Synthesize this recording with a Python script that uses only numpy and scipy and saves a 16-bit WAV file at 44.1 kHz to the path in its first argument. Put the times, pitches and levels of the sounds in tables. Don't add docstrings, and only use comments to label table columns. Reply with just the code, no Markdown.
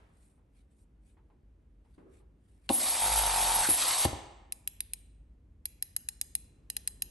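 import sys
import numpy as np
from scipy import signal
from scipy.fft import rfft, irfft, next_fast_len
from scipy.io import wavfile
from scipy.ndimage import uniform_filter1d, map_coordinates

SR = 44100
rng = np.random.default_rng(int(sys.argv[2]) if len(sys.argv) > 2 else 0)


def generate_wav(signal):
    frames = np.transpose(np.atleast_2d(signal))
    scaled = np.clip(frames, -1, 1) * 32767
    pcm = np.round(scaled).astype(np.int16)
    wavfile.write(sys.argv[1], SR, pcm)


N = 313110

# freq_hz, density_db
RUMBLE_COLOUR = [(20, -25.5), (36, -16.5), (49, 1.5), (62, -4.5), (100, -12), (150, -23.5), (300, -26.5),
                 (600, -72.5)]
# freq_hz, density_db
WASH_COLOUR = [(60, -12), (140, 2), (270, -2), (450, -8.5), (700, -17.5), (1200, -23.5), (2500, -29.5),
               (5000, -39), (12000, -40.5)]
# freq_hz, density_db
HUSH_COLOUR = [(150, 0.5), (500, 2.0), (1000, 0.0), (2500, -8.5), (6000, -23)]
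# middle_s, half_length_s, swish_db, rub_db
FABRIC_STROKES = [(0.234, 0.11, -78, -84.5), (0.584, 0.046, -80.5, -79.5), (0.72, 0.022, -83.5, -89),
                  (0.802, 0.043, -78.5, -92), (1.09, 0.049, -79, -85), (1.936, 0.085, -87, -85),
                  (2.157, 0.047, -77.5, -77.5), (2.53, 0.11, -85, -85), (2.68, 0.047, -79, -79)]
# freq_hz, density_db
SWISH_COLOUR = [(1500, -18.5), (4000, -10.5), (6500, -8.5), (8500, 2), (11000, -1), (13000, -24.5)]
# freq_hz, density_db
RUB_COLOUR = [(1000, -9.5), (2200, -1), (3000, -6), (4200, -5), (7000, -17)]
# start_s, thud_db, tick_db
HAND_BUMPS = [(0.377, -79, -73), (1.169, -77, -66.5), (1.3, -74, -70), (1.849, -90, -72.5),
              (1.979, -53.5, -66), (2.06, -66, -86), (2.2, -74, -71)]
# freq_hz, density_db
THUD_COLOUR = [(100, -8), (250, 9.5), (360, 17), (550, 2.5), (850, -7), (1300, -9.5), (2500, -23),
               (6000, -40)]
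# freq_hz, density_db
TICK_COLOUR = [(400, -21), (850, 11), (1300, -3), (2500, -9.5), (4000, -20), (7000, -40)]
# start_s, level_db
VALVE_SNAPS = [(2.6909, -19.5), (4.045, -38.5)]
# freq_hz, density_db
SLAP_COLOUR = [(300, -14.5), (1200, -7.5), (4200, -5), (5300, -14.5), (12000, -10.5)]
# pitch_hz, width_hz, boost_db
CYLINDER_PEAKS = [(1760, 410, 6), (2790, 230, 9.5), (3930, 500, 8)]
# freq_hz, density_db
RUSH_COLOUR = [(60, -7.5), (250, -10), (450, -4.5), (700, 5), (1000, 5.5), (1500, -1.5), (2700, 2),
               (3800, 3.5), (5000, 0), (5700, 1), (7200, 0.5), (8200, 4.5), (9500, -1), (12000, -7.5)]
# pitch_hz, width_hz, boost_db
TUBE_PEAKS = [(1370, 52, 1), (1590, 74, -2), (3790, 380, 2.5), (4480, 170, 3.5), (4710, 130, 4.5),
              (5107, 69, 5.5), (6400, 120, 1.5), (7200, 300, -3), (7630, 200, 4), (8280, 180, 4),
              (8960, 160, 2.5)]
# start_s, end_s, rush_change_db
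FLOW_CHANGES = [(2.66, 2.795, -7.5), (3.656, 3.775, -3), (3.78, 3.947, 2)]
# freq_hz, density_db
SIZZLE_COLOUR = [(3000, -38.5), (7000, -10), (9000, -0.5), (11000, 8), (13000, -11)]
# start_s, bed_db, boom_db, slap_db, second_contact_s, second_contact_db
FOOT_BLOWS = [(2.699, -23.5, -39, -37, 0.004, 4.5), (3.688, -28.5, -36.5, -45, .02, -6),
              (4.0514, -19.5, -27, -27.5, .079, -13)]
# pitch_hz, level_db
BED_MODES = [(155, -21), (225, -2), (295, 3), (350, -3.5), (540, -4.5), (660, -4.5), (800, 0), (930, -11),
             (1070, -11)]
# pitch_hz, level_db, t60_s
TABLE_MODES = [(68, -6, 0.21), (89.5, 4.5, 0.11), (119.6, -1.5, 0.11)]
# time_s, stitches_per_s
SHAFT_SPEED = [(2.97, 42.3), (3.048, 50.5), (3.114, 52.2), (3.194, 52.4), (3.282, 48.4), (3.364, 45.2),
               (3.476, 44.3), (3.578, 42.5)]
# freq_hz, gain_db
FRAME_RESPONSE = [(70, -15), (100, -16), (150, -22), (200, -17), (260, -25.5), (380, -16), (440, -19),
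                  (530, -11), (640, -12), (750, 3), (805, -3.5), (895, 5), (945, 1), (990, -11),
                  (1500, -15), (3000, -19)]
# freq_hz, density_db
CLATTER_COLOUR = [(500, -20.5), (1000, 4.0), (3000, -4.5), (9000, -13.0)]
# pitch_hz, level_db, t60_s
GUIDE_MODES = [(2360, -1.5, 0.034), (3700, 0, 0.027), (4390, -2, .04), (5220, -4.5, .05), (6400, -6, .04),
               (8260, 0.5, .03)]
# start_s, level_db
KNIFE_SNIPS = [(3.631, -30), (3.648, -32.5), (3.667, -39)]
# freq_hz, density_db
KNIFE_COLOUR = [(600, -16.5), (1100, -13.5), (1500, 1), (2000, -0.5), (2500, -11.5), (5000, -18.5)]
# start_s, level_db
RATCHET_CLICKS = [(4.522, -20), (4.6745, -18.5), (4.8043, -16.5), (4.934, -19.5), (5.6546, -17),
                  (5.824, -17.5), (5.9633, -18), (6.0864, -18), (6.2123, -16.5), (6.351, -17.5),
                  (6.6996, -20.5), (6.7656, -18.5), (6.8746, -18.5), (7.0205, -17)]
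# freq_hz, density_db
SCRAPE_COLOUR = [(1000, -44), (2000, -21.5), (2600, -16.5), (4500, -20), (7000, -19.5), (9500, -7),
                 (11000, -0.5), (13000, -1)]
# pitch_hz, level_db, t60_s
RATCHET_MODES = [(835, -33.5, 0.07), (1805, -9, 0.012), (1974, -15.5, 0.018), (2474, -11, 0.015),
                 (2803, -6.5, 0.013), (4058, -1.5, 0.021), (4966, -4.5, 0.026), (5640, -11, 0.02),
                 (6450, -1.5, 0.011), (6550, -17.5, 0.048), (8153, -5, 0.018), (8770, 3, 0.0055),
                 (9390, -10.5, 0.022)]
# freq_hz, t60_s
ROOM_DECAY = [(100, 0.34), (400, 1), (2000, 1), (4500, 0.64), (8000, 0.62), (11000, 0.29)]
# freq_hz, side_gain_db
STEREO_WIDTH = [(120, -3.5), (250, -1.5), (500, 3), (1200, 7.5), (2000, 4.5), (3000, 6.5), (5000, -0.5),
                (7300, 6), (8500, -11)]
# freq_hz, gain_db
PORT_RESPONSE = [(8500, -0.5), (9500, 5.5), (10800, 4.5), (11400, 3), (11800, -16.5), (12300, -26),
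                 (13000, -52)]
# freq_hz, phase_rad
LEFT_PORT_PHASE = [(8700, 0), (9800, -2.7), (10500, -3.4), (11400, -5.4), (12000, -6.3)]

AIR_ON_S, AIR_OFF_S = 2.691, 4.038
SEW_ON_S, SWING_ON_S, SEW_OFF_S = 2.85, 3, 3.63
FULL_STITCHES_PER_S = 52
BED_T60_S = 0.054
BAND_LIMIT_HZ = 13108


def amp(db):
    return 10 ** (np.asarray(db) / 20)


def unit(x):
    return x / np.sqrt(np.mean(x ** 2) + 1e-20)


def along(points, hz):
    freqs, values = np.transpose(points)
    return np.interp(np.log(hz + 1), np.log(freqs + 1), values)


def clock():
    return np.arange(N) / SR


def gate(on, off, rise, t60):
    return np.clip((clock() - on) / rise, 0, 1) * amp(-60 * np.maximum(clock() - off, 0) / t60)


def filtered(x, response):
    size = next_fast_len(N + SR // 2)
    return irfft(rfft(x, size) * response(np.fft.rfftfreq(size, 1 / SR)), size)[..., :N]


def causal(gain_db):
    cepstrum = irfft(np.log(amp(gain_db)))
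    half = len(cepstrum) // 2
    fold = np.r_[1, np.full(half - 1, 2), 1, np.zeros(half - 1)]
    return np.exp(rfft(cepstrum * fold))


def spread(pair, side_db):
    side = amp(side_db) * pair[1]
    return np.array([pair[0] + side, pair[0] - side])


def noise(spectrum, side_db, peaks=()):
    def colour(f):
        peaks_db = sum(db / (1 + (2 * (f - hz) / width) ** 2) for hz, width, db in peaks)
        return amp(along(spectrum, f) + peaks_db)
    return unit(spread(filtered(rng.standard_normal((2, N)), colour), side_db))


def flutter(rate, depth_db):
    knots = rng.standard_normal(int(N * rate / SR) + 4)
    return amp(depth_db * map_coordinates(knots, [clock() * rate], order=1))


def patchy(x, depth_db):
    bands = signal.stft(x, nperseg=512)[2]
    field = uniform_filter1d(rng.standard_normal(bands.shape[-2:]), size=3, axis=0)
    field = uniform_filter1d(field, size=8, axis=1)
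    return signal.istft(bands * amp(depth_db * unit(field)), nperseg=512)[1][..., :N]


def add(track, start_s, sound):
    part = track[..., round(start_s * SR):][..., :sound.shape[-1]]
    part += sound[..., :part.shape[-1]]


def strikes(times, levels_db, attack, t60):
    age = clock()[:SR]
    envelope = np.zeros(N)
    for start_s, db in zip(times, levels_db):
        add(envelope, start_s, amp(db - 60 * age / t60) * (1 - np.exp(-age / attack)))
    return envelope


def ring(modes, attack, scatter_db, size=SR // 4):
    t = np.arange(size) / SR
    tones = np.zeros(size)
    for hz, db, t60 in modes:
        decay = amp(db + scatter_db * rng.normal() - 60 * t / t60)
        tones += decay * np.sin(2 * np.pi * (hz * t + rng.random()))
    return tones * (1 - np.exp(-t / attack))


def workshop():
    t = clock()
    rumble = amp(-62 + 0.83 * t) * noise(RUMBLE_COLOUR, side_db=-27)
    hush = amp(-66.5 - 60 * t) * noise(HUSH_COLOUR, side_db=-6.5)
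    wash = amp(-70.5 + 5.5 * np.maximum(t - 5.96, 0)) * noise(WASH_COLOUR, side_db=-8.5)
    return rumble + hush + wash


def hands():
    middles, halves, swish_db, rub_db = np.transpose(FABRIC_STROKES)
    strokes = np.exp(-((clock() - middles[:, None]) / halves[:, None]) ** 2)
    sliding = strokes * flutter(rate=140, depth_db=2.5)
    swish = amp(swish_db) @ sliding * patchy(noise(SWISH_COLOUR, side_db=-9.5), depth_db=3.5)
    rub = amp(rub_db) @ sliding * patchy(noise(RUB_COLOUR, side_db=-7), depth_db=3.5)
    times, thud_db, tick_db = np.transpose(HAND_BUMPS)
    thuds = noise(THUD_COLOUR, side_db=-6.5) * strikes(times, thud_db, attack=0.002, t60=0.68)
    ticks = noise(TICK_COLOUR, side_db=-13) * strikes(times, tick_db, attack=0.00041, t60=0.2)
    return swish + rub + thuds + ticks


def valve():
    snaps = strikes(*np.transpose(VALVE_SNAPS), attack=0.00049, t60=0.017)
    return snaps * noise(SLAP_COLOUR, side_db=-7.5, peaks=CYLINDER_PEAKS)


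def suction(edge_s=0.0036, eddy_db=2.2):
    t = clock()
    flow_db = sum(db * (np.tanh((t - start) / edge_s) - np.tanh((t - end) / edge_s)) / 2
                  for start, end, db in FLOW_CHANGES)
    rush_db = -35 + 1.5 * (t - AIR_ON_S) + flow_db
    rush = amp(rush_db) * patchy(noise(RUSH_COLOUR, side_db=-24, peaks=TUBE_PEAKS), eddy_db)
    pressure = np.clip((t - AIR_ON_S) / 0.054, 0, 1)
    sizzle_db = -34.5 - 2.5 * np.tanh(flow_db / 2)
    sizzle = amp(sizzle_db) * pressure * patchy(noise(SIZZLE_COLOUR, side_db=-17.5), eddy_db)
    sizzle *= flutter(rate=79, depth_db=2.5)
    rush *= flutter(rate=120, depth_db=1.1)
    spurt = amp(9.5 * np.exp(-((t - AIR_OFF_S - 0.012) / 0.0089) ** 2))
    return gate(AIR_ON_S, AIR_OFF_S, rise=0.004, t60=0.11) * spurt * (rush + sizzle)


def presser_foot(second_boom_db=-6):
    body = np.zeros((2, N))
    bed = [(hz, db, BED_T60_S) for hz, db in BED_MODES]
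    for start_s, bed_db, boom_db, _, second_contact_s, second_contact_db in FOOT_BLOWS:
        first = (start_s, bed_db, boom_db)
        second = (start_s + second_contact_s, bed_db + second_contact_db, boom_db + second_boom_db)
        for hit_s, ring_db, table_db in (first, second):
            add(body[0], hit_s, amp(table_db) * ring(TABLE_MODES, attack=0.0049, scatter_db=2.5))
            for part in body:
                add(part, hit_s, amp(ring_db - 4) * ring(bed, attack=0.00041, scatter_db=1.5))
    times, _, _, slap_db, _, _ = np.transpose(FOOT_BLOWS)
    metal = noise(SLAP_COLOUR, side_db=-7.5, peaks=CYLINDER_PEAKS)
    slaps = metal * strikes(times, slap_db + 4.5, attack=0.00055, t60=0.027)
    return spread(body, side_db=-13) + slaps


def machine():
    speed = np.interp(clock(), *np.transpose(SHAFT_SPEED))
    pace = speed / FULL_STITCHES_PER_S
    turns = np.cumsum(speed) / SR
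    swing = gate(SWING_ON_S, SEW_OFF_S, rise=0.16, t60=0.053)
    shake = amp(-32) * pace ** 5.5 * swing * np.sin(2 * np.pi * turns)
    soft_start = amp(-8 * np.clip(1 - (clock() - SWING_ON_S) / 0.017, 0, 1))
    force = amp(-32.5) * pace ** 0.4 * soft_start * gate(SEW_ON_S, SEW_OFF_S, rise=0.11, t60=0.13)
    whirr = shaft_whirr(speed, turns)
    beat = 1 + np.cos(2 * np.pi * turns)
    rattle = unit(noise(FRAME_RESPONSE, side_db=-17) * beat)
    clatter = unit(noise(CLATTER_COLOUR, side_db=-6) * beat)
    frame = amp(-1.5) * whirr + amp(-17.5) * rattle + amp(-16.5) * clatter
    return shake + force * frame + linkages(turns)


def shaft_whirr(speed, turns):
    orders = np.arange(2, 48)[:, None]
    running = (clock() > SEW_ON_S) & (clock() < SEW_OFF_S + 0.15)
    offsets = 0.62 * rng.random(orders.shape)
    gains = amp(along(FRAME_RESPONSE, orders * speed[running]))
    tones = gains * np.sin(2 * np.pi * (orders * turns[running] + offsets))
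    whirr = np.zeros(N)
    whirr[running] = unit(tones.sum(0))
    return patchy(whirr, depth_db=1.6)


def linkages(turns, needle_db=-40.5, looper_db=-44):
    ticks = np.zeros((2, N))
    half_turns_s = np.flatnonzero(np.diff(np.floor(2 * turns))) / SR
    sewing = (half_turns_s > SEW_ON_S) & (half_turns_s < SEW_OFF_S)
    for k, start_s in enumerate(half_turns_s[sewing]):
        gain = amp(looper_db if k % 2 else needle_db)
        for part in ticks:
            add(part, start_s, gain * ring(GUIDE_MODES, attack=0.0003, scatter_db=4.5, size=SR // 16))
    return spread(ticks, side_db=-14)


def knife():
    cuts = strikes(*np.transpose(KNIFE_SNIPS), attack=0.000958, t60=0.094)
    return cuts * noise(KNIFE_COLOUR, side_db=-14)


def ratchet():
    clicks = np.zeros((2, N))
    t = np.arange(SR // 4) / SR
    tail = amp(-8.5 - 60 * t / 0.025) * (1 - np.exp(-t / 0.001))
    stroke = np.exp(-((t - 0.0014) / 0.00068) ** 2) + tail
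    grit = noise(SCRAPE_COLOUR, side_db=-7)
    for k, (start_s, level_db) in enumerate(RATCHET_CLICKS):
        tooth = stroke * grit[:, k * len(t):(k + 1) * len(t)]
        scrape = amp(level_db + 2.5) * unit(tooth) * stroke.std()
        rings = [ring(RATCHET_MODES, attack=0.0012, scatter_db=1) for _ in range(2)]
        steel_db = -36 + 3.5 * (start_s - RATCHET_CLICKS[0][0])
        steel = amp(steel_db) * spread(rings, side_db=-9)
        add(clicks, start_s, scrape)
        add(clicks, start_s + 0.0006, steel)
        add(clicks, start_s, room(amp(-17.5) * scrape + amp(-21) * steel, side_db=-8))
    return clicks


def room(x, side_db):
    hz, t, bands = signal.stft(rng.standard_normal((2, SR)), SR, nperseg=256)
    decay = amp(-60 * t / along(ROOM_DECAY, hz)[:, None])
    tail = signal.istft(bands * decay, SR, nperseg=256)[1]
    tail *= 1 - np.exp(-np.arange(tail.shape[1]) / SR / 0.0082)
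    response = spread(tail / np.linalg.norm(tail[0]), side_db)
    return signal.fftconvolve(x.mean(0)[None], response, axes=1)[:, :N]


def scene():
    air = suction()
    works = machine() + valve() + knife()
    foot = presser_foot()
    reverb = room(amp(-11.5) * air + amp(-15) * works + amp(-13) * foot, side_db=-9)
    return air + works + foot + reverb + ratchet() + hands() + workshop()


def record(dry):
    def ports(hz):
        left_lag = np.exp(1j * along(LEFT_PORT_PHASE, hz) * np.array([[1], [0]]))
        return causal(along(PORT_RESPONSE, hz)) * left_lag
    mid = dry.mean(0)
    side = filtered((dry[0] - dry[1]) / 2, lambda hz: amp(along(STEREO_WIDTH, hz)))
    return filtered(np.array([mid + side, mid - side]), lambda hz: ports(hz) * (hz < BAND_LIMIT_HZ))


dry = scene()
out = record(dry)
generate_wav(out)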